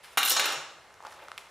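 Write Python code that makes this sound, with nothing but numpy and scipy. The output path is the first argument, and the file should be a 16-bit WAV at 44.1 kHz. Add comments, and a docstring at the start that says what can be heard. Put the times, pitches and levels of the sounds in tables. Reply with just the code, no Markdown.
"""A steel utensil slides, then strikes a dish, chatters and rocks to rest in a hard-walled kitchen.
Each impact is a brief clash of dense modes and leaves the clear modes of steel and dish ringing.
Then, close by, a hand thuds on a wooden board and two hands tear a flatbread: the brittle crust
cracks and flakes, and the crumb rustles as its fibres give way. Faint room noise lies underneath."""
import sys
import numpy as np
from scipy import signal
from scipy.io import wavfile

SR = 44100
rng = np.random.default_rng(int(sys.argv[2]) if len(sys.argv) > 2 else 0)


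def store_pcm(level_fs):
    """Save levels as 16-bit WAV."""
    pcm = np.round(np.clip(level_fs, -1, 1) * 32767).astype(np.int16)
    wavfile.write(sys.argv[1], SR, np.atleast_2d(pcm).T)


N = 66150
T = np.arange(N) / SR
CUTOFF_HZ = 15600

# Impacts of steel on dish. Each row: start in seconds, place from 0 (tip) to 1 (heel),
# then relative levels in dB for the bass, low middle, high middle, treble and top.
IMPACTS = [(.173, 0.53, -47, -19, -24.5, -39, -25.5), (.177, 0.019, -47, -21, -24, -32, -30),
           (.1805, 0, -41, -40, -33, -28.5, -28), (0.23, 0.41, -50, -40.5, -22.5, -34, -29),
           (0.2506, 0, -77, -45, -60, -37, -24.5), (.2575, 0, -74, -36.5, -34, -31, -27),
           (.275, 0.025, -59, -69, -26, -33.5, -28), (0.283, 0.84, -68, -43, -40, -27.5, -30),
           (0.2958, 0, -55, -41, -44, -31, -19.5), (0.3007, 0.97, -45, -42, -40, -37, -25),
           (0.305, 0.56, -56, -51, -27, -22, -49), (0.314, 0.5, -49.5, -33.5, -37, -28, -23.5),
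           (.320, 1, -41, -38.5, -40.5, -19, -43), (0.3644, 1, -41, -26.5, -32, -26, -41),
           (0.369, 0.78, -42, -32, -25.5, -24.5, -44), (0.3957, 0.72, -42.5, -29, -23, -34.5, -32),
           (.401, .9, -45, -35.5, -29, -51, -63), (0.4564, 0.84, -39.5, -30.5, -28.5, -33, -37.5),
           (0.522, 0.82, -43.5, -39, -42, -38.5, -42.5)]
# The frequencies in Hz at which those five levels apply.
IMPACT_HZ = [400, 1200, 3000, 6000, 12000]
# Clear modes of steel and dish. Each row: frequency in Hz, relative level in dB when the tip lands,
# the same when the heel lands, T60 in seconds.
MODES = [(799, -11, -5.5, 0.43), (873, -31, -13, 0.59), (1142, -15.5, -11.5, 0.53),
         (1164, -15.5, -15.5, .7), (1256, -13, -26, 0.55), (1319, -10.5, -10, 0.22),
         (1510, -20.5, -7.5, 0.44), (2760, -18, -18, 0.43), (2903, -1, -30, 0.1), (3027, -10, -24, 0.35),
         (3270, -17, -31, 0.39), (3573, -35, -7, .4), (3748, -13, -14.5, 0.39), (4115, -4, -18.5, 0.36),
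         (4145, -14.5, -14, .45), (5580, -24, -10.5, 0.3), (6664, -14, -8.5, 0.46), (7417, -9, -19, 0.43),
         (8250, -17, -18, .35), (8738, -16, -19, 0.33), (10240, -8, 1.5, 0.033), (10190, -4.5, -7, 0.095),
         (12050, 2, -2, 0.067), (14200, -9, -11, 0.089)]


def from_db(db):
    """Amplitude grows tenfold for every 20 dB."""
    return 10 ** (np.asarray(db) / 20)


def unit_rms(x):
    """Normalisation to an rms of 1."""
    return x / np.sqrt(np.mean(x ** 2) + 1e-20)


def at_hz(points, hz):
    """Interpolation on a logarithmic frequency axis."""
    frequencies, values = np.transpose(points)
    return np.interp(np.log(hz), np.log(frequencies), values)


def contour(points):
    """An envelope interpolated in decibels, silent outside its points."""
    times, db = np.transpose(points)
    return from_db(np.interp(T, times, db)) * (T >= times[0]) * (T <= times[-1])


def decay(start, t60):
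    """Exponential decay: a jump to 1, then a fall of 60 dB in t60 seconds."""
    return np.exp(-np.log(1000) * np.maximum(T - start, 0) / t60) * (T >= start)


def rise(start, tau_s):
    """Exponential approach from 0 to 1."""
    return 1 - np.exp(-np.maximum(T - start, 0) / tau_s)


def resonator(force, hz, t60):
    """A damped oscillator: a unit impulse starts a sine of height 1."""
    r, w = np.exp(-np.log(1000) / (t60 * SR)), 2 * np.pi * hz / SR
    return signal.lfilter([0, np.sin(w)], [1, -2 * r * np.cos(w), r * r], force + 1e-18)


def filtered(x, hz, kind, order=2):
    """A maximally flat filter with gentle slopes."""
    return signal.sosfilt(signal.butter(order, hz, kind, fs=SR, output="sos"), x + 1e-18)


def noise_bands():
    """Half-octave stereo noises of rms 1, each yielded after its centre in Hz."""
    # Stereo width. Each row: frequency in Hz, side level relative to mid in dB.
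    width = [(40, 5), (130, -17), (300, -35), (1000, -21), (2000, -13), (4000, -11), (9000, -4.5)]
    edges_hz = 22 * 2 ** np.arange(0, 9.6, .5)
    white = rng.standard_normal((2, 2, N))
    for k, (low, high) in enumerate(zip(edges_hz, edges_hz[1:])):
        mid, side = filtered(white[k % 2], [low, high], "band")
        hz = np.sqrt(low * high)
        yield hz, unit_rms(mid + from_db(at_hz(width, hz)) * side * [[1], [-1]])


def coloured_noise(spectrum):
    """Superposition of half-octave noises, each at its own level."""
    return sum(from_db(at_hz(spectrum, hz)) * noise for hz, noise in noise_bands())


def grains(per_s, t60, spread_db):
    """A shot-noise envelope of rms 1: random small events of uneven size add in energy."""
    sizes = from_db(spread_db * np.minimum(rng.exponential(1, N), 4))
    events = sizes * (rng.random(N) < per_s / SR)
    r = np.exp(-np.log(1000) / (t60 * SR))
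    energy = signal.lfilter([1], [1, -r * r], events ** 2 + 1e-18)
    return unit_rms(np.sqrt(energy))


def small_source(x, cut_hz=282):
    """A body much smaller than the wavelength radiates poorly, so the bass falls away."""
    return filtered(filtered(x, cut_hz, "high"), cut_hz, "high")


def background(noise_db=-56, whine_hz=2115, whine_db=-69.5):
    """Stationary room noise and a faint pure tone; a band's power is density times bandwidth."""
    # The still kitchen. Each row: frequency in Hz, relative spectral density in dB.
    density = [(15, -39), (25, -30), (43, -4), (212, -13.5), (326, -37), (416, -7.5), (936, -3),
               (2160, -10), (2480, -13.5), (9070, -24), (16000, -35)]
    air = sum(from_db(at_hz(density, hz)) * np.sqrt(hz) * noise for hz, noise in noise_bands())
    whine = np.sqrt(2) * np.sin(2 * np.pi * whine_hz * T)
    return from_db(noise_db) * unit_rms(air) + from_db(whine_db) * whine


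def reverberation(x):
    """Reflections build quickly into a diffuse field that dies sooner in the treble."""
    # Reverberation time. Each row: frequency in Hz, T60 in seconds.
    room_t60 = [(200, 0.9), (1400, 0.68), (3700, 0.63), (7000, 0.59), (13000, 0.25)]
    tail = sum(np.sqrt(hz) * noise * decay(0, at_hz(room_t60, hz)) for hz, noise in noise_bands())
    response = unit_rms(tail * rise(0, tau_s=0.0049)) / np.sqrt(N)
    return signal.fftconvolve(x.mean(axis=0)[None], response, axes=1)[:, :N]


def board_thud():
    """A soft impact of the hand excites one low, damped mode of the board."""
    # Each row: start in seconds, frequency in Hz, level in dB before shaping, T60 in seconds.
    thuds = [(0.569, 144, -50, 0.21)]
    sound = 0
    for start, hz, db, t60 in thuds:
        envelope = decay(start, t60) * (1 - decay(start, t60=0.031))
        sound += from_db(db) * envelope * np.sin(2 * np.pi * hz * (T - start))
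    return sound


def crust_flakes():
    """Dry specks break off the crust, and their tiny fractures merge into a fizz."""
    # Course of the flaking. Each row: time in seconds, relative level in dB.
    levels = [(.9, -80), (1.04, -68), (1.13, -53.5), (1.19, -69.5), (1.37, -65), (1.392, -53.5),
              (1.43, -59.5), (1.5, -66)]
    # Each row: frequency in Hz, relative half-octave level in dB.
    spectrum = [(1000, -16.5), (3000, -9.5), (6500, -8), (10000, -7.5), (15000, -24)]
    return contour(levels) * grains(per_s=1600, t60=0.0022, spread_db=1.5) * coloured_noise(spectrum)


def crumb_tearing():
    """Many tiny fibres fail under tension, and their bursts add to a rustle."""
    # Course of the tear. Each row: time in seconds, relative level in dB.
    levels = [(.86, -68), (1.0, -68), (1.06, -43.5), (1.13, -51.5), (1.16, -51.5), (1.22, -45.5),
              (1.28, -51), (1.35, -58), (1.41, -60), (1.5, -57.5)]
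    # Each row: frequency in Hz, relative half-octave level in dB.
    spectrum = [(150, -21), (350, -26), (650, -6.5), (1300, -11.5), (2500, -12.5), (5000, -24.5),
                (10000, -33), (15000, -24)]
    return contour(levels) * grains(per_s=1100, t60=0.014, spread_db=2.0) * coloured_noise(spectrum)


def crust_cracks(snap_octaves=1.07):
    """Brittle fracture: each crack is a hollow pop of a few cycles and a bright snap of noise."""
    # Each row: start in seconds, pop's relative level in dB and pitch in Hz,
    # snap's relative level in dB and band centre in Hz.
    cracks = [(.9055, -42, 1310, -71, 3000), (0.9414, -47, 1460, -43, 7140), (1.0046, -33, 1010, -55, 3000),
              (1.0257, -38, 940, -43, 6000), (1.037, -35, 960, -46, 6040), (1.0501, -27, 1070, -31, 2500),
              (1.0537, -30.5, 1360, -36, 2500), (1.0685, -32, 840, -28.5, 3370),
              (1.124, -39, 1420, -34, 3500), (1.128, -44, 1700, -36, 4500), (1.2396, -54, 1500, -45, 11000),
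              (1.284, -30.5, 1350, -34, 3980), (1.3171, -26, 1286, -27, 3380),
              (1.3786, -35, 1100, -17, 2800), (1.3822, -37, 2500, -23, 3000)]
    sound = np.zeros((2, N))
    edge_ratio = 2 ** (snap_octaves / 2)
    for start, pop_db, pop_hz, snap_db, snap_hz in cracks:
        envelope = 2 * decay(start, t60=0.0063) * rise(start, tau_s=0.00041)
        pop = envelope * np.sin(2 * np.pi * pop_hz * (T - start))
        burst = rng.standard_normal(N) * decay(start, t60=0.0038)
        band_hz = [snap_hz / edge_ratio, min(snap_hz * edge_ratio, CUTOFF_HZ)]
        snap = filtered(burst, band_hz, "band", order=1)
        sound += from_db(pop_db) * pop + from_db(snap_db) * snap
    return sound


def utensil_slide(ring_db=-25):
    """Sliding friction is a broadband force that weakly drives the clear modes."""
    # Course of the slide. Each row: time in seconds, relative level in dB.
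    levels = [(.03, -56.5), (.045, -46.5), (.07, -55.5), (.11, -59), (.135, -52.5), (.17, -91.5)]
    # Each row: frequency in Hz, relative half-octave level in dB.
    spectrum = [(300, -26), (1000, -17.5), (2000, -7.5), (4000, -8), (7000, -14), (11000, -5), (15000, -16)]
    friction = contour(levels) * coloured_noise(spectrum)
    ringing = sum(resonator(friction, hz, t60) / np.sqrt(t60 * SR) for hz, _, _, t60 in MODES)
    return friction + from_db(ring_db) * ringing


def utensil_rocking():
    """Quick, dull impacts overlap into a chatter as the utensil settles."""
    # Course of the rocking. Each row: time in seconds, relative level in dB.
    levels = [(.33, -44), (.375, -36), (.42, -36), (.465, -34.5), (.50, -38), (.54, -39), (.60, -70)]
    # Each row: frequency in Hz, relative half-octave level in dB.
    spectrum = [(150, -60), (400, -16), (800, -9), (1400, -5), (2800, -5.5), (5500, -11.5), (9000, -5.5),
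                (14000, -40)]
    return contour(levels) * grains(per_s=160, t60=0.051, spread_db=-1.0) * coloured_noise(spectrum)


def body_resonances(x, gain_db=-1.5):
    """Heavily damped resonances of steel on dish give the spectrum broad peaks and dips."""
    # Each row: centre in Hz, bandwidth in Hz, boost or cut in dB.
    peaks = [(1360, 670, 2), (2080, 340, -4), (2830, 320, 5), (3745, 180, 5.5), (5680, 370, 5),
             (6300, 250, -4), (6670, 230, 5.5), (10400, 560, 3.5), (11000, 650, -7), (11850, 350, 3)]
    for hz, width_hz, db in peaks:
        w, gain = 2 * np.pi * hz / SR, np.sqrt(from_db(db))
        damping = np.sin(w) * width_hz / (2 * hz)
        numerator = [1 + damping * gain, -2 * np.cos(w), 1 - damping * gain]
        denominator = [1 + damping / gain, -2 * np.cos(w), 1 - damping / gain]
        x = signal.lfilter(numerator, denominator, x)
    return from_db(gain_db) * x


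def impact_gains(hz):
    """Excitation spectra: the strength of every impact at one frequency."""
    return from_db([np.interp(np.log(hz), np.log(IMPACT_HZ), row[2:]) for row in IMPACTS])


def utensil_clash(gain_db=0.5):
    """Modes too dense to resolve sound as a burst of noise; overlapping impacts add in energy."""
    envelopes = np.array([decay(start, t60=0.049) * rise(start, tau_s=0.00026) for start, *_ in IMPACTS])
    clash = 0
    for hz, noise in noise_bands():
        energy = impact_gains(hz) ** 2 @ envelopes ** 2
        bass_rolloff = min(1, hz / IMPACT_HZ[0])
        clash += noise * np.sqrt(energy) * bass_rolloff
    return from_db(gain_db) * clash


def utensil_ringing(scatter_db=4.5, gain_db=-2.5):
    """Free vibration of steel and dish: the place of impact sets how strongly each mode rings."""
    starts, places = np.array(IMPACTS)[:, :2].T
    ringing = 0
    for hz, tip_db, heel_db, t60 in MODES:
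        onsets = starts + rng.random(len(starts)) / hz  # up to one period late: a random phase
        db = tip_db + (heel_db - tip_db) * places + scatter_db * rng.standard_normal(len(starts))
        impulses = np.zeros(N)
        impulses[(onsets * SR).astype(int)] = impact_gains(hz) * from_db(db)
        ringing += resonator(impulses, hz, t60)
    return from_db(gain_db) * ringing


def narrowed(x, side_db=-6):
    """Direct sound is more alike at left and right than a diffuse field is."""
    mid = x.mean(axis=0)
    return mid + from_db(side_db) * (x - mid)


def scene():
    """The direct-to-reverberant ratio conveys distance: the utensil farther off, the bread close."""
    clash, ringing = utensil_clash(), small_source(utensil_ringing())
    utensil = small_source(body_resonances(clash + utensil_rocking()) + utensil_slide())
    bread = small_source(crust_cracks() + crumb_tearing() + crust_flakes()) + board_thud()
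    room = reverberation(from_db(-3.5) * utensil + from_db(-7) * ringing + from_db(-11) * bread)
    return narrowed(utensil + bread) + ringing + room + background()


def record(dry, rolloff_hz=13800):
    """Band limiting: the top treble rolls off gently, then is cut steeply."""
    steep_lowpass = signal.ellip(10, .3, 80, CUTOFF_HZ, fs=SR, output="sos")
    return signal.sosfilt(steep_lowpass, filtered(dry, rolloff_hz, "low"))


dry = scene()
out = record(dry)
store_pcm(out)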